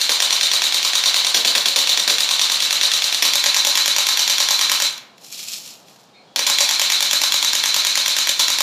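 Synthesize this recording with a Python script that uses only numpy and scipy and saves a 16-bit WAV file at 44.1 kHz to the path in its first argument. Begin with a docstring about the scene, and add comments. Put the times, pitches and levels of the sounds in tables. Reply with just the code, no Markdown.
"""A fenced, paved yard, a mono phone close to an electric airsoft gun, far traffic humming underneath.
The first full-auto burst runs about 9.5 shots a second: gears whine and rasp as they draw the piston,
it lets go with a clack and slams home with a puff of air; now and then a rough stroke skips and grinds.
The phone turns away about two thirds through that burst. In the pause loose plastic ticks, a shoe scuffs
the paving and something squeaks faintly; then a shorter second burst. Fence and house wall answer it all."""
import sys
import numpy as np
from scipy import signal
from scipy.fft import rfft, irfft, next_fast_len
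from scipy.io import wavfile
from scipy.ndimage import uniform_filter1d, minimum_filter1d, map_coordinates

SR = 44100
rng = np.random.default_rng(int(sys.argv[2]) if len(sys.argv) > 2 else 0)


def put_to_file(sound):
    """Save the sound as 16-bit audio at rate SR, in the file named by the first command-line argument."""
    columns = np.atleast_2d(sound).T  # one column per channel
    safe = np.clip(columns, -1, 1)
    whole_steps = np.round(safe * 32767)
    wavfile.write(sys.argv[1], SR, whole_steps.astype(np.int16))


N = 380141


def amp(db):
    """The amplitude factor of a level in dB."""
    return 10 ** (np.asarray(db) / 20)


def unit(x):
    """x scaled to an RMS of one."""
    return x / np.sqrt(np.mean(x ** 2) + 1e-20)


def along(points, hz):
    """Values of a (frequency [Hz], value) table, read on a log frequency axis."""
    f, v = np.transpose(points)
    return np.interp(np.log(hz + 1), np.log(f + 1), v)


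def curves(rows, t):
    """Each column after the first, read at the times t."""
    s, *columns = np.transpose(rows)
    return [np.interp(t, s, column) for column in columns]


def wobble(rate):
    """A smooth random curve, rate knots a second."""
    knots = rng.standard_normal(int(N * rate / SR) + 4)
    return map_coordinates(knots, [np.arange(N) * rate / SR])


def causal(gain):
    """The minimum-phase response that has this gain, found by folding its cepstrum."""
    cepstrum = irfft(np.log(np.maximum(gain, 1e-6)))
    half = len(cepstrum) // 2
    cepstrum[1:half] *= 2
    cepstrum[half + 1:] = 0
    return np.exp(rfft(cepstrum))


def coloured(x, gain, size=8192):
    """x through a causal filter that keeps the power of white noise."""
    hz = np.fft.rfftfreq(size, 1 / SR)
    response = irfft(causal(unit(gain(hz))))
    return signal.fftconvolve(x, response)[:len(x)]


def shape(points):
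    """The gain of a (frequency [Hz], relative level [dB]) spectrum."""
    return lambda hz: amp(along(points, hz))


def add(track, s, sound):
    """Lay a sound into the track at s seconds."""
    part = track[max(round(s * SR), 0):][:len(sound)]
    part += sound[:len(part)]


def blend(same, fresh, share):
    """A repeating pattern with a share of new chance in its power."""
    share = np.clip(share, 0, 1)
    return np.sqrt(1 - share) * same + np.sqrt(share) * fresh


# the phone swings away from the gun: (time [s], share of the turn [0 to 1])
PHONE_TURN = [(3.1, 0.046), (3.35, 1)]


def turned_away(t):
    """How far the phone has turned from the gun at the times t."""
    return curves(PHONE_TURN, t)[0]


# soft outdoor rush: (frequency [Hz], relative level [dB per Hz])
RUSH_SPECTRUM = [(30, -39), (90, -18), (130, -3.5), (190, -2.5), (330, -4.5), (700, -0.5), (1200, -7.5),
                 (2100, -16.5), (4000, -11), (7000, -22), (10000, -33), (15000, -41)]
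# far traffic: (frequency [Hz], relative level [dB per Hz])
TRAFFIC_SPECTRUM = [(60, -33), (105, -14.5), (140, -3), (190, 0.5), (270, -5.5), (400, -12), (900, -42)]


def background():
    """The soft rush of the neighbourhood over the hum of far traffic, each a slowly swaying noise."""
    noise = lambda points: unit(coloured(rng.standard_normal(N), shape(points)))
    rush = amp(-51.5 + 0.89 * wobble(4)) * noise(RUSH_SPECTRUM)
    traffic = amp(-61.0 + wobble(1.9)) * noise(TRAFFIC_SPECTRUM)
    return rush + traffic


# the trigger is held: (motor on [s], first slam [s], motor off [s])
TRIGGER_PULLS = [(0, .0143, 4.88), (6.36, 6.392, 8.65)]
# the motor's pace drifts a little: (time [s], rate [shots per s])
SHOT_RATE = [(0, 9.613), (.9, 9.549), (1.6, 9.601), (3.2, 9.555), (4.8, 9.544), (6.39, 9.306), (6.6, 9.525),
             (8.2, 9.449), (8.5, 9.61)]


def slam_times():
    """One slam for each turn of the sector gear while the trigger is held."""
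    times = []
    for _, s, off_s in TRIGGER_PULLS:
        while s < off_s:
            times.append(s)
            s += 1 / curves(SHOT_RATE, s)[0]
    return np.array(times)


# rough strokes: gear skips, a slam that knocks the frame (2.098), and the second burst's first
# release (6.36); levels relative: (time [s], clack [dB], grinding [dB], low knock [dB],
# change of the gears just before it [dB])
ROUGH_STROKES = [(.093, -5, -3.5, -35, -1.5), (1.344, 4.5, -2, -27, -2.5), (1.448, -2, -5, -35, -3),
                 (1.551, 3, -3.5, -33, -2), (1.657, -1, -5, -36, -4.5), (1.76, -4, 0, -35, -4),
                 (1.974, -1.5, -16, -37, 0.5), (2.077, 0, -8, -36.5, -5.5), (2.098, -6, -12, -37, 2.5),
                 (2.183, -7, -16, -64, -0.5), (3.223, 4.5, -7, -33.5, -3), (6.36, -3.5, -13, -33.5, 0),
                 (6.466, -9, -2.5, -49, -4.5), (8.394, 0.5, -3, -48, -4.5)]
RUN_DOWN_DB_PER_S = 285  # the gears fade when the trigger is let go
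CHANGE_S = .075  # how long before a rough stroke the gears' level changes


def motor_gain(t):
    """The gears sound while the trigger is held, run down after, and change level before rough strokes."""
    running = 0
    for on_s, _, off_s in TRIGGER_PULLS:
        running = running + (t >= on_s) * amp(-RUN_DOWN_DB_PER_S * np.maximum(t - off_s, 0))
    change_db = sum(db * ((t > s - CHANGE_S) & (t < s)) for s, *_, db in ROUGH_STROKES)
    return running * amp(change_db)


# modes of gearbox and plastic shell, levels relative:
# (centre [Hz], width [Hz], driven by the release [dB], by the slam [dB], by the gears [dB])
SHELL_MODES = [(360, 360, -18.5, -23.5, -25), (563, 78, -16, -8, -32), (812, 450, -10, -10, -17.5),
               (1010, 256, -10.5, -5.5, -14), (1302, 460, -19, -12.5, -14.5), (1630, 400, -7, -11.5, -14.5),
               (1890, 370, -5.5, -10.5, -17), (2327, 590, -5, -6.5, -8.5), (2682, 240, 0, -13.5, -8.5),
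               (3126, 790, -18.5, -2, -7), (3350, 340, 3, -26, -12), (3617, 166, -5.5, 0, 1),
               (4240, 790, -2, -2.5, -5), (3946, 126, 0, -9.5, -0.5), (4586, 1100, -20, -2.5, -10.5),
               (5250, 300, -2.5, -5.5, -20), (5770, 360, -0.5, -1, -29), (5710, 2330, -18, -7, -10),
               (6840, 580, -3, -8, -19), (7330, 460, -29, -5, -13), (9160, 950, -18, -13, -31),
               (9490, 340, -22, -25, -16), (10500, 2100, -15.5, -13, -32.5), (12160, 680, -9, -9.5, -25),
               (14000, 430, -23, -14, -42), (14700, 1100, -19, -16, -36)]


def shell(drive, lowest_hz=170):
    """The gain of the shell's modes under one kind of drive; so small a body radiates little bass."""
    centre, width, *levels = np.transpose(SHELL_MODES)
    db = dict(zip(("release", "slam", "gears"), levels))[drive]

    def gain(hz):
        f = hz[:, None] + 1
        detune = (f * f - centre ** 2) / (f * width)
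        modes = np.linalg.norm(amp(db) / (1 + detune ** 2), axis=1)
        return modes * hz ** 2 / (hz ** 2 + lowest_hz ** 2)
    return gain


# one draw of the piston, levels relative:
# (time after the slam [s], whine pitch [Hz], whine [dB], mesh [dB], rack rasp [dB])
PISTON_DRAW = [(0, 4100, -41, -18.5, -17.5), (.009, 3890, -20, -23.5, -26.5), (.02, 3880, -17.5, -22, -25),
               (.04, 4040, -18.5, -19.5, -25), (.058, 4230, -22, -21.5, -48), (.068, 4150, -39, -24.5, -63),
               (.084, 4050, -20, -23, -35), (.105, 4100, -31, -21.5, -25)]
# rack teeth sliding: (frequency [Hz], relative level [dB per Hz])
RASP_SPECTRUM = [(300, -32.5), (3000, -6), (5000, -18), (6000, 8), (7300, 5.5), (8100, -1.5), (9400, -0.5),
                 (11400, -7), (12300, 1.5), (13600, -11), (15000, -21)]
# the shaken frame: (frequency [Hz], relative level [dB per Hz])
KNOCK_SPECTRUM = [(50, -52), (150, -21.5), (240, 0.5), (350, -7.5), (470, 3.5), (560, 3), (800, -10),
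                  (2000, -44.5)]


def gears(fresh=0.4, shaft_hz=228, shaft_db=-1.5, tooth_db=2, cycle_s=.1055, slop_s=.00012,
          flutter_rad=1.15, frame_fresh=0.11):
    """The same teeth meet in every cycle, so the same rattle repeats; the spring's load bends the whine."""
    n = np.arange(N)
    t = n / SR
    starts = np.round(slam_times() * SR).astype(int)
    latest = np.maximum(np.searchsorted(starts, n, "right") - 1, 0)
    since = n - starts[latest]
    # play in the gear train makes each draw run a little early or late
    step = np.round(since + slop_s * SR * wobble(25)).astype(int) % round(cycle_s * SR)
    whine_hz, whine_db, mesh_db, rasp_db = curves(PISTON_DRAW, t)
    turned = turned_away(t)
    # the pinion bites harder once a turn, and every tooth has its own size
    bite = unit(amp(shaft_db * np.sin(2 * np.pi * shaft_hz * t) + tooth_db * wobble(1800)))
    # each side of the gun has its own rattle
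    repeating = lambda pattern: blend(pattern()[step], pattern()[step], turned)
    hiss = lambda: rng.standard_normal(N)
    teeth = lambda db, share=fresh: (bite * amp(db))[step] * blend(repeating(hiss), hiss(), share)

    mesh = coloured(teeth(mesh_db), shell("gears"))
    rasp = coloured(teeth(rasp_db), shape(RASP_SPECTRUM))
    frame = coloured(teeth(mesh_db, frame_fresh), shape(KNOCK_SPECTRUM)) * amp(-27.5 - 3.5 * turned)

    # uneven teeth roughen the whine in level and phase
    flutter = lambda: unit(amp(4.8 * wobble(260))) * np.exp(1j * flutter_rad * wobble(480))
    tone = bite * amp(whine_db) * np.exp(2j * np.pi * np.cumsum(whine_hz) / SR)
    drifting = flutter() * np.exp(2j * wobble(40))
    whine = (tone[step] * blend(repeating(flutter), drifting, fresh)).real
    return motor_gain(t) * (amp(-0.5) * mesh + amp(-2.5) * rasp + amp(-1.5) * whine + frame)


def chatter(t60, rise_s=0.00045, size=2048):
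    """One contact, scattered in time inside the gearbox but nearly flat in spectrum."""
    t = np.arange(size) / SR
    envelope = amp(-60 * t / t60) * (1 - np.exp(-t / rise_s))
    z = rfft(rng.standard_normal(size) * envelope)
    burst = irfft(z / abs(z)) * np.sqrt(envelope)
    return burst / np.linalg.norm(burst)


# colour of the blows while the phone faces the gun: (frequency [Hz], relative level [dB])
FACING_COLOUR = [(300, -2), (430, -1.5), (560, -6), (720, 1.5), (900, -4.5), (1400, 0.5), (3200, -1.5),
                 (3900, 7), (5000, 0), (6300, 0.5), (7000, -4.5), (8700, 7.5), (10700, -10.5),
                 (12200, -13.5), (14800, 0.5)]


def blows(rows, drive, t60, fresh, bounce_s, bounce_db):
    """Nearly alike contacts that ring the shell, each followed by its bounce off the paving."""
    facing, away = np.zeros(N), np.zeros(N)
    facing_pattern, away_pattern = chatter(t60), chatter(t60)
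    for s, db in rows:
        turned = turned_away(s)
        facing_blow = blend(facing_pattern, chatter(t60), fresh)
        away_blow = blend(away_pattern, chatter(t60), fresh)
        add(facing, s, amp(db) * np.sqrt(1 - turned) * facing_blow)
        add(away, s, amp(db) * np.sqrt(turned) * away_blow)
    contacts = amp(-1.5) * coloured(facing, shape(FACING_COLOUR)) + away
    direct = coloured(contacts, shell(drive))
    bounce = np.zeros(N)
    add(bounce, bounce_s, signal.fftconvolve(direct, chatter(0.0034))[:N])
    return direct + amp(bounce_db) * bounce


# air from the muzzle: (frequency [Hz], relative level [dB per Hz])
PUFF_SPECTRUM = [(15, -9), (30, 0), (90, 1.5), (160, -3), (300, -9), (600, -43)]


def puffs(rows):
    """The air that each stroke of the piston pushes out of the muzzle."""
    pushes = np.zeros(N)
    for s, db in rows:
        add(pushes, s, amp([db]))
    return amp(25) * coloured(pushes, shape(PUFF_SPECTRUM))


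FLIGHT_S = .0204  # the piston flies from its release to the cylinder head
RELEASE_SCATTER_DB, SLAM_SCATTER_DB, PUFF_SCATTER_DB = 1.05, 2.4, 2  # from shot to shot
THUMP_DB = -46  # relative level of a felt puff, on the scale of the ordinary puffs
SAME_SHOT_S = .04  # events this near a slam belong to it
# strength of an ordinary shot, levels relative: (time [s], release [dB], slam [dB], air puff [dB])
SHOT_STRENGTH = [(0, -6, 3, -55), (1.8, -6.5, 2.5, -60), (3.1, -6.5, .5, -58), (3.5, -4.5, 2.5, -55),
                 (4.8, -7.5, 2.5, -57), (6.8, -5.5, 1, -56), (8.5, -7, -1.5, -48)]
# shots whose puff of air is felt as a thump: (time [s])
THUMP_TIMES = [.33, .43, .74, 1.16, 1.68, 1.89, 2.62, 3.04, 3.46, 4.72, 6.5, 7.34, 7.76, 8.4]


def piston():
    """In each shot: the clack of the release, the sharper slam 20 ms later, and a puff from the muzzle."""
    slam_s = slam_times()
    scatter = [RELEASE_SCATTER_DB, SLAM_SCATTER_DB, PUFF_SCATTER_DB]
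    scatter_db = rng.standard_normal((len(slam_s), 3)) * scatter
    release_db, slam_db, puff_db = np.array(curves(SHOT_STRENGTH, slam_s)) + scatter_db.T
    rough = np.array(ROUGH_STROKES)[:, :2]
    among = lambda times: abs(slam_s[:, None] - times).min(axis=1) < SAME_SHOT_S
    puff_db = np.where(among(THUMP_TIMES), THUMP_DB, puff_db)
    # the clack of a rough stroke takes the place of the ordinary release
    clean = ~among(rough[:, 0]) & (slam_s > FLIGHT_S)
    ordinary = np.column_stack([slam_s - FLIGHT_S, release_db])[clean]
    releases = np.vstack([ordinary, rough])
    clack = blows(releases, "release", t60=0.013, fresh=0.28, bounce_s=0.0047, bounce_db=-10)
    slam = blows(zip(slam_s, slam_db), "slam", t60=0.0059, fresh=0.33, bounce_s=.0044, bounce_db=-12.0)
    return amp(17.0) * clack + amp(14.5) * slam + puffs(zip(slam_s, puff_db))


# the clear tone of the gear mesh in each draw: its start after the slam, and its length
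SING_START_S, SING_S = .012, 0.058
SING_HZ, SING_RISE_HZ_PER_S = 3720, 10000  # starting pitch and glide
SING_DB, SING_AWAY_DB = -27, 5  # its level, and the change once the phone has turned


def singing(sideband=0.83, shaft_hz=228, waver_rad=0.46):
    """The pinion's mesh tone with sidebands from the turning shaft; the motor gains speed in each draw."""
    track, t = np.zeros(N), np.arange(round(SING_S * SR)) / SR
    swell = np.sin(np.pi * t / SING_S) ** 0.73
    mesh = 2 * np.pi * (SING_HZ * t + SING_RISE_HZ_PER_S * t ** 2 / 2)
    slam_s = slam_times()
    phases = rng.uniform(0, 2 * np.pi, (len(slam_s), 2))
    for s, (tooth, shaft) in zip(slam_s, phases):
        turning = 1 + sideband * np.cos(2 * np.pi * shaft_hz * t + shaft)
        add(track, s + SING_START_S, swell * np.sin(mesh + tooth) * turning)
    now = np.arange(N) / SR
    analytic = signal.hilbert(track, next_fast_len(N))[:N]
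    wavering = (analytic * np.exp(1j * waver_rad * wobble(250))).real
    return motor_gain(now) * amp(SING_DB + SING_AWAY_DB * turned_away(now)) * wavering


def grinding(rattle_t60=0.21, knock_t60=0.46, size=12000):
    """Each rough stroke rattles the shell and shakes the whole frame with fading, grainy noise."""
    rattle, knock, t = np.zeros(N), np.zeros(N), np.arange(size) / SR
    for s, _, db, knock_db, _ in ROUGH_STROKES:
        add(rattle, s, amp(db - 60 * t / rattle_t60))
        add(knock, s, amp(knock_db - 60 * t / knock_t60))
    grains = lambda: unit(rng.standard_normal(N) * amp(3.4 * wobble(600)))
    shell_rattle = coloured(rattle * grains(), shell("slam"))
    frame_knock = coloured(knock * grains(), shape(KNOCK_SPECTRUM))
    return amp(-13.5) * shell_rattle + amp(-3) * frame_knock


# loose plastic parts settle: (time [s], relative level [dB])
SETTLING_TICKS = [(4.978, -20), (5.18, -34), (5.2455, -38), (5.883, -35), (5.96, -38)]


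def ticks():
    """Small plastic contacts ring the shell while the gun rests."""
    track = np.zeros(N)
    for s, db in SETTLING_TICKS:
        add(track, s, amp(db) * chatter(0.0306))
    return amp(13) * coloured(track, shell("release"))


RUB_RISE_DB_PER_S, RUB_FALL_DB_PER_S = 327, 139
# the sole pushes over the grit: (time of the peak [s], level [dB])
SOLE_RUBS = [(5.25, -40.5), (5.33, -31.5), (5.398, -27.5), (5.485, -29.5), (5.534, -27.5), (5.662, -34.5),
             (5.888, -48), (6.0, -54)]
# grit under the sole: (frequency [Hz], relative level [dB per Hz])
GRIT_SPECTRUM = [(710, -53), (1200, -17), (1590, -21), (2030, -15), (2480, -5.5), (3730, -4.5), (4200, 0),
                 (4980, -4), (5310, 0), (6370, -5.5), (7090, -2), (8600, -12.5), (12500, -11), (15500, -21)]


def scuff(grain_db=3.0, slip_db=1.5):
    """Grit catches and slips under a sole; each push swells fast and fades more slowly."""
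    t = np.arange(N) / SR
    push = lambda s, db: db - np.maximum(RUB_RISE_DB_PER_S * (s - t), RUB_FALL_DB_PER_S * (t - s))
    level_db = np.max([push(s, db) for s, db in SOLE_RUBS], axis=0)
    grains = rng.standard_normal(N) * amp(grain_db * wobble(2500) + slip_db * wobble(130))
    return amp(level_db) * unit(coloured(grains, shape(GRIT_SPECTRUM)))


# thin tones of a faint squeak: (time [s], length [s], pitch [Hz], level [dB], waver [rad])
SQUEAK_TONES = [(6.13, 0.046, 3720, -53, .6), (6.138, 0.092, 2300, -52, 1.6), (6.138, .1, 4210, -51, 0.9),
                (6.264, .1, 3340, -58, .3)]


def squeak(waver_rate=330):
    """A few thin tones, unsteady in phase, that swell and fade."""
    t, track = np.arange(N) / SR, np.zeros(N)
    for s, length, hz, db, waver in SQUEAK_TONES:
        swell = np.sqrt(abs(np.sin(np.pi * np.clip((t - s) / length, 0, 1))))
        track += amp(db) * swell * np.sin(2 * np.pi * hz * t + waver * wobble(waver_rate))
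    return track


# decay of the yard's echoes: (frequency [Hz], time to fall by 60 dB [s])
YARD_DECAY = [(200, 0.095), (1000, 0.77), (4000, 0.43), (8000, 0.32), (15000, 0.36)]


def yard(x, delay_s=.008):
    """Fence and house wall scatter the sound back; lows die first, and treble dies before the mids."""
    hz, t, z = signal.stft(rng.standard_normal(SR // 2), SR, nperseg=256)
    fading = z * amp(-60 * t / along(YARD_DECAY, hz)[:, None])
    tail = signal.istft(fading, SR, nperseg=256)[1]
    echo = np.zeros(N)
    add(echo, delay_s, signal.fftconvolve(x, tail / np.linalg.norm(tail))[:N])
    return echo


# colour of the gun once the phone has turned away: (frequency [Hz], relative level [dB])
AWAY_COLOUR = [(70, 1.5), (190, -5), (295, 4.5), (400, -3.5), (480, -4.5), (560, 1), (720, -2), (1000, 0),
               (1800, 0), (3100, -1), (3800, -0.16), (6000, 1), (12000, -0.5)]


def scene():
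    """The gun and the small sounds near it, heard directly and off the fences, alike in both channels."""
    turned = turned_away(np.arange(N) / SR)
    gun = gears() + piston() + singing() + grinding() + ticks()
    gun = (1 - turned) * gun + turned * amp(-0.15) * coloured(gun, shape(AWAY_COLOUR))
    near = gun + scuff() + squeak()
    echoes = blend(yard(near), yard(near), turned)  # the turned phone hears other echoes
    mono = near + amp(-8.5) * echoes + background()
    return np.array([mono, mono])


def record(dry, hold_s=0.0013, ceiling=.76, top_hz=15500):
    """The phone's limiter holds down the sharpest peaks; nothing is kept above its band limit."""
    span = 2 * max(round(hold_s * SR / 2), 1) + 1
    needed = np.minimum(1, ceiling / (abs(dry) + 1e-9))
    held = minimum_filter1d(needed, span, axis=-1)
    limited = dry * uniform_filter1d(held, span, axis=-1)
    m = next_fast_len(N + SR // 2)
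    in_band = np.fft.rfftfreq(m, 1 / SR) < top_hz
    return irfft(rfft(limited, m) * in_band, m)[..., :N]


dry = scene()
out = record(dry)
put_to_file(out)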